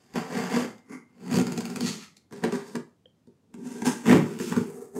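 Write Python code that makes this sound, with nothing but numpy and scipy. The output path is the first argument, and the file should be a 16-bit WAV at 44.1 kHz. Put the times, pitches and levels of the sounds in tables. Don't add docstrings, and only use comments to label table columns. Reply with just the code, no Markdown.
import sys
import numpy as np
from scipy import signal
from scipy.fft import rfft, irfft
from scipy.io import wavfile
from scipy.ndimage import uniform_filter1d

SR = 44100
rng = np.random.default_rng(int(sys.argv[2]) if len(sys.argv) > 2 else 0)


def dump(signal):
    limited = np.clip(np.atleast_2d(signal).T, -1, 1)
    pcm = np.round(limited * 32767).astype(np.int16)
    wavfile.write(sys.argv[1], SR, pcm)


N = 220147
TIME = np.arange(N) / SR
EDGE_HZ = 15800


def amp(db):
    return 10 ** (np.asarray(db) / 20)


def evened(x):
    return x / np.sqrt(np.mean(x ** 2) + 1e-20)


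def smoothed_twice(x, samples):
    return uniform_filter1d(uniform_filter1d(x, samples), samples)


def steadied(x, samples):
    power = smoothed_twice(x ** 2, samples)
    return x / np.sqrt(abs(power) + 1e-20)


def read(points, hz):
    f, value = np.transpose(points)
    return np.interp(np.log(hz + 1), np.log(f + 1), value)


def add(mix, start_s, sound):
    part = mix[max(round(start_s * SR), 0):][:len(sound)]
    part += sound[:len(part)]


def decay(t, t60):
    return np.exp(-np.log(1000) * t / t60)


def causal(gain, size=2048):
    cepstrum = irfft(np.log(np.maximum(gain / gain.max(), 1e-5)))
    cepstrum[1:size] *= 2
    cepstrum[size + 1:] = 0
    taps = irfft(np.exp(rfft(cepstrum)))[:size]
    return taps / np.linalg.norm(taps)


def ring(modes, samples=12000):
    t = np.arange(samples) / SR
    total = np.zeros(samples)
    for k, (hz, db, t60) in enumerate(modes):
        total += (-1) ** k * amp(db) * decay(t, t60) * np.sin(2 * np.pi * hz * t)
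    return total


# start t/s, rise t/s, hold t/s, release t/s, box boom level/dB, board rasp level/dB, tape fizz level/dB
STROKES = [(-.05, 0.052, 0.16, 0.0333, -65, -69, -67.5), (0.127, 0.0329, .025, 0.1577, -29, -33, -43.5),
           (0.139, 0.2301, .06, .19, -26.5, -32.5, -41), (.42, 0.1186, 0.0541, 0.183, -24.5, -31, -38),
           (0.588, 0.051, .02, 0.097, -29.5, -52, -57.5), (0.848, 0.0743, 0.0192, 0.0864, -33.5, -43, -51),
           (.9, 0.075, 0.0198, .4, -58.5, -71, -89.5), (1.149, 0.1786, .04, 0.222, -23.5, -36.5, -42),
           (1.4, 0.0732, 0.3375, 0.0914, -34.5, -47.5, -50.5),
           (1.779, 0.0584, 0.0092, 0.1326, -22, -46.5, -42), (1.799, 0.069, .02, 0.2024, -29.5, -38, -33),
           (1.956, 0.068, 0.0255, 0.071, -67, -50.5, -53.5), (2.3, .028, 0.038, 0.173, -38.5, -49.5, -54.5),
           (2.412, 0.02324, 0.0188, 0.117, -22, -32, -47), (2.476, 0.0606, 0.0086, 0.2114, -30, -37.5, -45),
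           (2.601, 0.064, 0.071, 0.0737, -44, -59.5, -56),
           (2.733, 0.01816, 0.00473, 0.0646, -26, -43.5, -59), (3.478, .13, .05, .14, -35, -61, -62.5),
           (3.621, 0.038, 0.194, 0.096, -38, -51.5, -51), (3.835, .022, .025, .19, -23, -32, -32),
           (3.922, 0.074, 0.0662, 0.1211, -42.5, -61, -58), (4.031, 0.037, 0.02195, .1, -19.5, -30, -36.5),
           (4.039, 0.0696, 0.0417, 0.192, -10, -26.5, -36), (4.203, 0.0688, 0.101, .1, -34, -52, -52.5),
           (4.376, 0.0248, 0.0972, 0.0943, -33.5, -48.5, -41),
           (4.493, 0.0276, 0.0053, 0.0886, -22.5, -34, -44.5),
           (4.542, 0.02405, 0.0095, 0.238, -22, -42, -42), (4.614, 0.055, 0.1724, 0.169, -40, -54.5, -56),
           (4.903, 0.0643, .03, 0.091, -28, -43.5, -48)]


def friction(boom_db=-3.5, rasp_db=-4.5, fizz_db=-4.5):
    out = np.zeros(N)
    clicks, slip = tears()
    drag_db = drag()
    for start, rise, hold, release, *levels in STROKES:
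        _, colour, blade, spread_db, spot_hz, spot_db = move_at(start + rise + hold / 2)
        near = (TIME > start - .1) & (TIME < start + rise + hold + 2 * release)
        t = TIME[near] - start
        train = clicks[near] * amp(spread_db * slip[near])
        effort = amp(effort_db(t, rise, hold, release) + drag_db[near])
        box_taps = ring(box_modes(spot_hz, spot_db), samples=7000)
        board_taps, tape_taps = contact(colour, blade)
        boom = flexed(signal.fftconvolve(train, box_taps))
        rasp = signal.fftconvolve(train, board_taps)
        fizz = signal.fftconvolve(train, tape_taps)
        for part, level_db, trim_db in zip((boom, rasp, fizz), levels, (boom_db, rasp_db, fizz_db)):
            out[near] += effort * amp(level_db + trim_db) * steadied(part[:len(t)], samples=1000)
    return out


def tears(per_s=4200, clump_db=1.5, clump_samples=150):
    slip = np.minimum(rng.exponential(1, N), 5)
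    clumps = amp(clump_db * evened(uniform_filter1d(rng.standard_normal(N), clump_samples)))
    signs = rng.choice([-1, 1], N)
    happens = rng.random(N) < per_s / SR
    return clumps * signs * happens, slip


def drag(uneven_db=1.11, samples=500):
    return uneven_db * evened(smoothed_twice(rng.standard_normal(N), samples))


STROKE_RANGE_DB = 33


def effort_db(t, rise, hold, release):
    still_to_rise = np.maximum(1 - t / rise, 0)
    let_go = np.maximum(t - rise - hold, 0) / release
    return -STROKE_RANGE_DB * (still_to_rise + let_go)


# f/Hz, level/dB (per Hz)
FIRST_CUT_COLOUR = [(330, -26), (560, 5), (874, -1), (964, -2), (1200, -4), (2100, -7), (2590, -15.5),
                    (2860, -14), (4040, -22.5), (4850, -12.5), (5340, -19), (6960, -15), (10600, -27),
                    (12800, -27), (15600, -34.5)]
TIP_SCRAPE_COLOUR = [(330, -38.5), (560, -5), (635, -7.5), (1020, -1), (1530, -0.5), (1680, -12.5),
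                     (2070, 2), (2550, -18.5), (3770, -36), (4780, -25.5), (6860, -19), (7890, -24),
                     (10600, -19), (11200, -27.5), (15600, -44)]
LONG_CUT_COLOUR = [(330, -33), (560, 12.5), (600, 2.5), (951, -1.5), (1140, -4), (1370, -0.5), (1640, -7.5),
                   (2480, -10.5), (3830, -23), (4520, -15), (5650, -22.5), (6770, -15), (15600, -32)]
RUN_OUT_COLOUR = [(330, -38.5), (560, -5), (899, -9), (1190, -4.5), (1310, 1.5), (1550, -9), (1910, -1.5),
                  (2520, -5.5), (3830, -5.5), (4340, 0.5), (4980, -4.5), (6680, -2), (7670, -7),
                  (12700, -19), (15600, -28)]
EDGE_CUT_COLOUR = [(330, -31.5), (560, 10.5), (600, -6), (690, 0), (816, -5.5), (912, -1), (1080, -3.5),
                   (1370, -8), (1460, -4), (1750, -6.5), (2700, -19), (8460, -15.5), (11500, -27),
                   (13800, -26.5), (15600, -40)]
FIRST_PULL_COLOUR = [(330, -39), (560, -2), (653, -9), (912, 2.5), (1050, -8.5), (1460, -7.5), (1590, -2),
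                     (1730, -10), (1910, -10), (2350, -13.5), (2550, -15.5), (4040, -21.5), (6310, -12.5),
                     (8340, -15), (15600, -33)]
HARD_PULL_COLOUR = [(330, -24.5), (560, 10.5), (690, -3), (816, 1), (1080, -7), (1270, -2), (1680, -7.5),
                    (2130, -6.5), (2320, -11.5), (3280, -21), (4160, -28.5), (7460, -24.5), (10600, -33.5),
                    (13600, -34), (15600, -39.5)]
PEEL_COLOUR = [(330, -24.5), (560, -5), (750, -6.5), (912, 10.5), (1090, 3.5), (1200, 5.5), (1350, 6.5),
               (1460, 7.5), (1830, -3.5), (2250, -7), (4040, -25), (7360, -19.5), (15600, -33.5)]
FLAP_SLIDE_COLOUR = [(330, -42), (560, 8), (937, -8.5), (1090, -15), (1240, -6), (1550, -22), (1680, -13),
                     (2190, -23.5), (2450, -30.5), (3190, -33), (4460, -27.5), (5270, -24), (6400, -15.5),
                     (8230, -12.5), (15600, -26.5)]
# start t/s, colour, share of blade ring, spread of tear sizes level/dB, favoured box pitch f/Hz, its boost level/dB
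MOVES = [(0, FIRST_CUT_COLOUR, 0.33, 0.5, 201, -12), (.142, FIRST_CUT_COLOUR, 0.19, 2.5, 488.7, 6.5),
         (0.822, TIP_SCRAPE_COLOUR, 0.549, 2.5, 261.9, 9), (1.29, LONG_CUT_COLOUR, 0.485, 3, 160.6, 6),
         (1.83, RUN_OUT_COLOUR, 0.107, 2.5, 177.9, 12.5), (2.29, EDGE_CUT_COLOUR, 0.41, 2.5, 394, 5.5),
         (3.54, FIRST_PULL_COLOUR, 0.00929, 2.5, 260, 6.5), (4.041, HARD_PULL_COLOUR, 0.22, 3.5, 122.8, 9),
         (4.3, PEEL_COLOUR, 0.414, 2.5, 395.4, 4), (4.658, FLAP_SLIDE_COLOUR, 0.344, 4, 421.2, 26.5)]


def move_at(s):
    return MOVES[sum(move[0] <= s for move in MOVES[1:])]


# f/Hz, width f/Hz, level/dB (scaled by each move's blade share)
BLADE = [(2212, 410, 5.5), (4797, 600, 11), (6610, 280, 4.5), (10250, 880, -8)]


def contact(colour, blade, low_hz=560, split_hz=3200, size=4096):
    hz = np.fft.rfftfreq(size, 1 / SR)
    blade_db = sum(db / (1 + (2 * (hz - f) / width) ** 2) for f, width, db in BLADE)
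    bass_cut = 1 - 1 / (1 + (hz / low_hz) ** 6)
    gain = amp(read(colour, hz) + blade * blade_db) * bass_cut
    below = 1 / (1 + (hz / split_hz) ** 10)
    return causal(gain * np.sqrt(below)), causal(gain * np.sqrt(1 - below))


# f/Hz, level/dB, 60 dB decay t/s
BOX = [(100, -25, 0.17), (128.3, -10.5, 0.086), (153.1, -6.5, 0.1406), (187.16, -4, 0.1704),
       (236.03, 4, 0.116), (272.36, 1, 0.0919), (345.84, -5, 0.159), (394.3, -5, 0.1782),
       (455.06, -6, 0.134), (480.1, -4.5, 0.0733), (576, -17, 0.07), (681.03, -18.5, 0.06),
       (800, -25, 0.024), (914.1, -17, 0.13)]


def box_modes(spot_hz, spot_db, width_hz=70):
    return [(hz, db + spot_db / (1 + (2 * (hz - spot_hz) / width_hz) ** 2), t60) for hz, db, t60 in BOX]


def flexed(x, depth=.055, samples=2600):
    bend = evened(smoothed_twice(rng.standard_normal(N), samples))[:len(x)]
    at = np.arange(len(x))
    return np.interp(at + np.cumsum(depth * bend), at, x)


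# t/s, tape crack level/dB, board crack level/dB, box thump level/dB
SNAPS = [(.1376, -51.5, -46, -30), (.156, -39.5, -30.5, -22), (.5382, -46.5, -32, -19.5),
         (.5623, -38.5, -33.5, -18.5), (.7805, -61.5, -58, -62.5), (.8969, -60.5, -56, -38),
         (1.4676, -37, -34.5, -22), (1.5206, -38, -38, -22.5), (1.5763, -33.5, -33, -19),
         (1.6059, -37.5, -35.5, -28), (1.6534, -37.5, -38.5, -37), (1.6999, -42.5, -47, -29.5),
         (1.7591, -34.5, -36, -27), (1.8069, -32, -35.5, -21.5), (2.1675, -50.5, -61.5, -56.5),
         (2.3095, -64, -56.5, -44), (2.3242, -50.5, -47, -29.5), (2.4377, -36.5, -24.5, -14.5),
         (2.5228, -42, -28.5, -18.5), (2.7535, -40, -33.5, -20), (3.271, -69.5, -71.5, -41.5),
         (3.5403, -53.5, -47, -33.5), (3.8193, -45, -33, -20.5), (4.0577, -46, -34, -25.5),
         (4.3882, -41.5, -51, -47), (4.3988, -42.5, -35.5, -18.5), (4.5224, -40.5, -30.5, -23.5),
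         (4.5641, -41.5, -30, -12.5), (4.815, -56, -52.5, -33.5), (4.9616, -51, -40.5, -30)]
SNAP_S = 0.002797


def snaps(catches, tape_db=0, board_db=-1, thump_db=-9, crest_s=0.00126, swell_s=0.00131,
          creep_db=-11, creep_s=0.0035, samples=2400):
    lead_s = .02
    out = np.zeros(N)
    t = np.arange(samples) / SR - lead_s - crest_s
    swell = np.exp(-(t / np.where(t < 0, swell_s, SNAP_S)) ** 2)
    creep = amp(creep_db) * np.exp(-abs(t) / creep_s)
    for s, tape, board, box in catches:
        _, colour, blade, _, spot_hz, spot_db = move_at(s)
        run = tinted((swell + creep) * steadied(rng.standard_normal(samples), samples=60))
        board_taps, tape_taps = contact(colour, blade)
        crack = amp(board + board_db) * board_taps + amp(tape + tape_db) * tape_taps
        add(out, s - lead_s, signal.fftconvolve(run, crack))
        add(out, s, amp(box + thump_db) * thump(box_modes(spot_hz, spot_db)))
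    return out


def tinted(run, tint_db=1.14, count=14):
    hz = np.fft.rfftfreq(len(run), 1 / SR)
    points = np.column_stack([np.geomspace(600, 16000, count), tint_db * rng.standard_normal(count)])
    return irfft(rfft(run) * amp(read(points, hz)), len(run))


def thump(modes, rise_s=0.00412, damping_s=0.079, samples=4000):
    t = np.arange(samples) / SR
    hz, db, t60 = np.transpose(modes)[:, :, None]
    phase = rng.uniform(0, 2 * np.pi, hz.shape)
    swing = (amp(db) * decay(t, t60) * np.sin(2 * np.pi * hz * t + phase)).sum(0)
    swing = swing * (1 - np.exp(-(t / rise_s) ** 2)) * np.exp(-t / damping_s)
    return swing / np.std(swing[:samples // 4])


# start t/s, length t/s, gap t/s, tape level/dB, board level/dB, thump level/dB
RUNS = [(1.313, 0.1106, .0142, -33, -30, -15), (3.8541, 0.02364, .0108, -32, -26.5, -14.5),
        (4.0778, 0.065, .0172, -33, -18.5, -8)]
RUN_ARCH_DB, RUN_JITTER_S = 7.5, .0008


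def run_catches(count=16):
    jitters = rng.standard_normal((len(RUNS), count))
    for (start, length, gap, *levels), jitter in zip(RUNS, jitters):
        for t, off in zip(np.arange(0, length, gap), jitter):
            arch_db = RUN_ARCH_DB * (2 * t / length - 1) ** 2
            yield start + t + RUN_JITTER_S * off, *(np.array(levels) - arch_db)


SNAGS_PER_S, SNAG_DB = 12, -3


def snags(count=8):
    all_draws = rng.random((len(STROKES), count, 2))
    for (start, rise, hold, release, boom, rasp, fizz), draws in zip(STROKES, all_draws):
        length = rise + hold + release / 2
        for place, chance in draws:
            if chance < SNAGS_PER_S * length / count:
                t = place * length
                push_db = SNAG_DB + effort_db(t, rise, hold, release)
                yield start + t, *(np.array([fizz, rasp, boom]) + push_db)


# f/Hz, level/dB, 60 dB decay t/s
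KNIFE = [(2092, -2, 0.68), (2146, -3.5, 0.67), (4650, -0.5, .3), (6690, -3.5, .4), (8370, -4, 0.295)]
KNIFE_DB, KNIFE_UNTIL_S = -63, 2.15


def knife_ring(x):
    driven = x * (TIME < KNIFE_UNTIL_S)
    return amp(KNIFE_DB) * signal.fftconvolve(driven, ring(KNIFE, samples=30000))[:N]


# f/Hz, level/dB, 60 dB decay t/s
TICK = [(3158, -38, 0.0175), (1700, -40.5, 0.0047), (510.5, -46, 0.0533)]
TICK_S = 3.0565


def tick(rise_s=0.00138, samples=4000):
    return ring(TICK, samples) * (1 - np.exp(-(TIME[:samples] / rise_s) ** 2))


# t/s, level/dB
BUMPS = [(0.138, -41), (3.541, -47), (4.139, -22)]


def bumps(width_s=0.0068):
    return sum(amp(db) * np.exp(-((TIME - s) / width_s) ** 2) for s, db in BUMPS)


# delay t/s, gain (before the sum is evened out)
ECHOES = [(.0011, 0.217), (.0027, 0.072), (.0052, 0.147), (.0094, 0.42), (0.013, 0.13)]


def reflected(x):
    out = x.copy()
    for delay_s, gain in ECHOES:
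        add(out, delay_s, gain * x)
    return out / np.sqrt(1 + sum(gain ** 2 for _, gain in ECHOES))


# f/Hz, 60 dB decay t/s
ROOM = [(120, 0.25), (320, 0.2586), (840, 0.36), (2200, 0.261), (5800, 0.2603), (14000, 0.31)]


def room(x, wet_db=-5, gap_s=0.0029, soft_hz=10500):
    signs = rng.choice([-1., 1.], SR)
    taps = signs * (rng.random(SR) < 4000 / SR) * (TIME[:SR] > gap_s)
    hz, t, bands = signal.stft(taps, SR, nperseg=256)
    tail = signal.istft(bands * decay(t, read(ROOM, hz)[:, None]), SR)[1]
    bins = rfft(tail)
    nearby_power = abs(uniform_filter1d(abs(bins) ** 2, size=45))
    tail = irfft(bins / np.sqrt(nearby_power + 1e-20))[:SR * 3 // 4]
    tail = signal.lfilter(*signal.butter(1, soft_hz, fs=SR), tail / np.linalg.norm(tail))
    return amp(wet_db) * signal.fftconvolve(x, tail)[:N]


# f/Hz, level/dB (per Hz)
FLOOR = [(25, -36.5), (50, -19), (90, 1), (200, 1), (400, -9), (700, -17.5), (2000, -28), (7000, -32),
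         (15000, -41.5)]
FLOOR_DB = -66.5


def floor():
    colour = amp(read(FLOOR, np.fft.rfftfreq(N, 1 / SR)))
    return amp(FLOOR_DB) * evened(irfft(rfft(rng.standard_normal(N)) * colour, N))


def scene(cut_hz=60):
    tearing = friction() + snaps([*SNAPS, *run_catches(), *snags()])
    bass_cut = signal.butter(2, cut_hz, "high", fs=SR, output="sos")
    work = signal.sosfilt(bass_cut, tearing + knife_ring(tearing))
    click = np.zeros(N)
    add(click, TICK_S, tick())
    answer = room(work + 0.51 * click)
    return (reflected(work) + click + bumps() + answer + floor())[None]


def record(dry, bass_hz=70):
    thin = signal.sosfilt(signal.butter(3, bass_hz, "high", fs=SR, output="sos"), dry)
    band_limit = signal.firwin(511, EDGE_HZ, window=("kaiser", 9), fs=SR)
    return signal.oaconvolve(thin, band_limit[None], "same")


dry = scene()
out = record(dry)
dump(out)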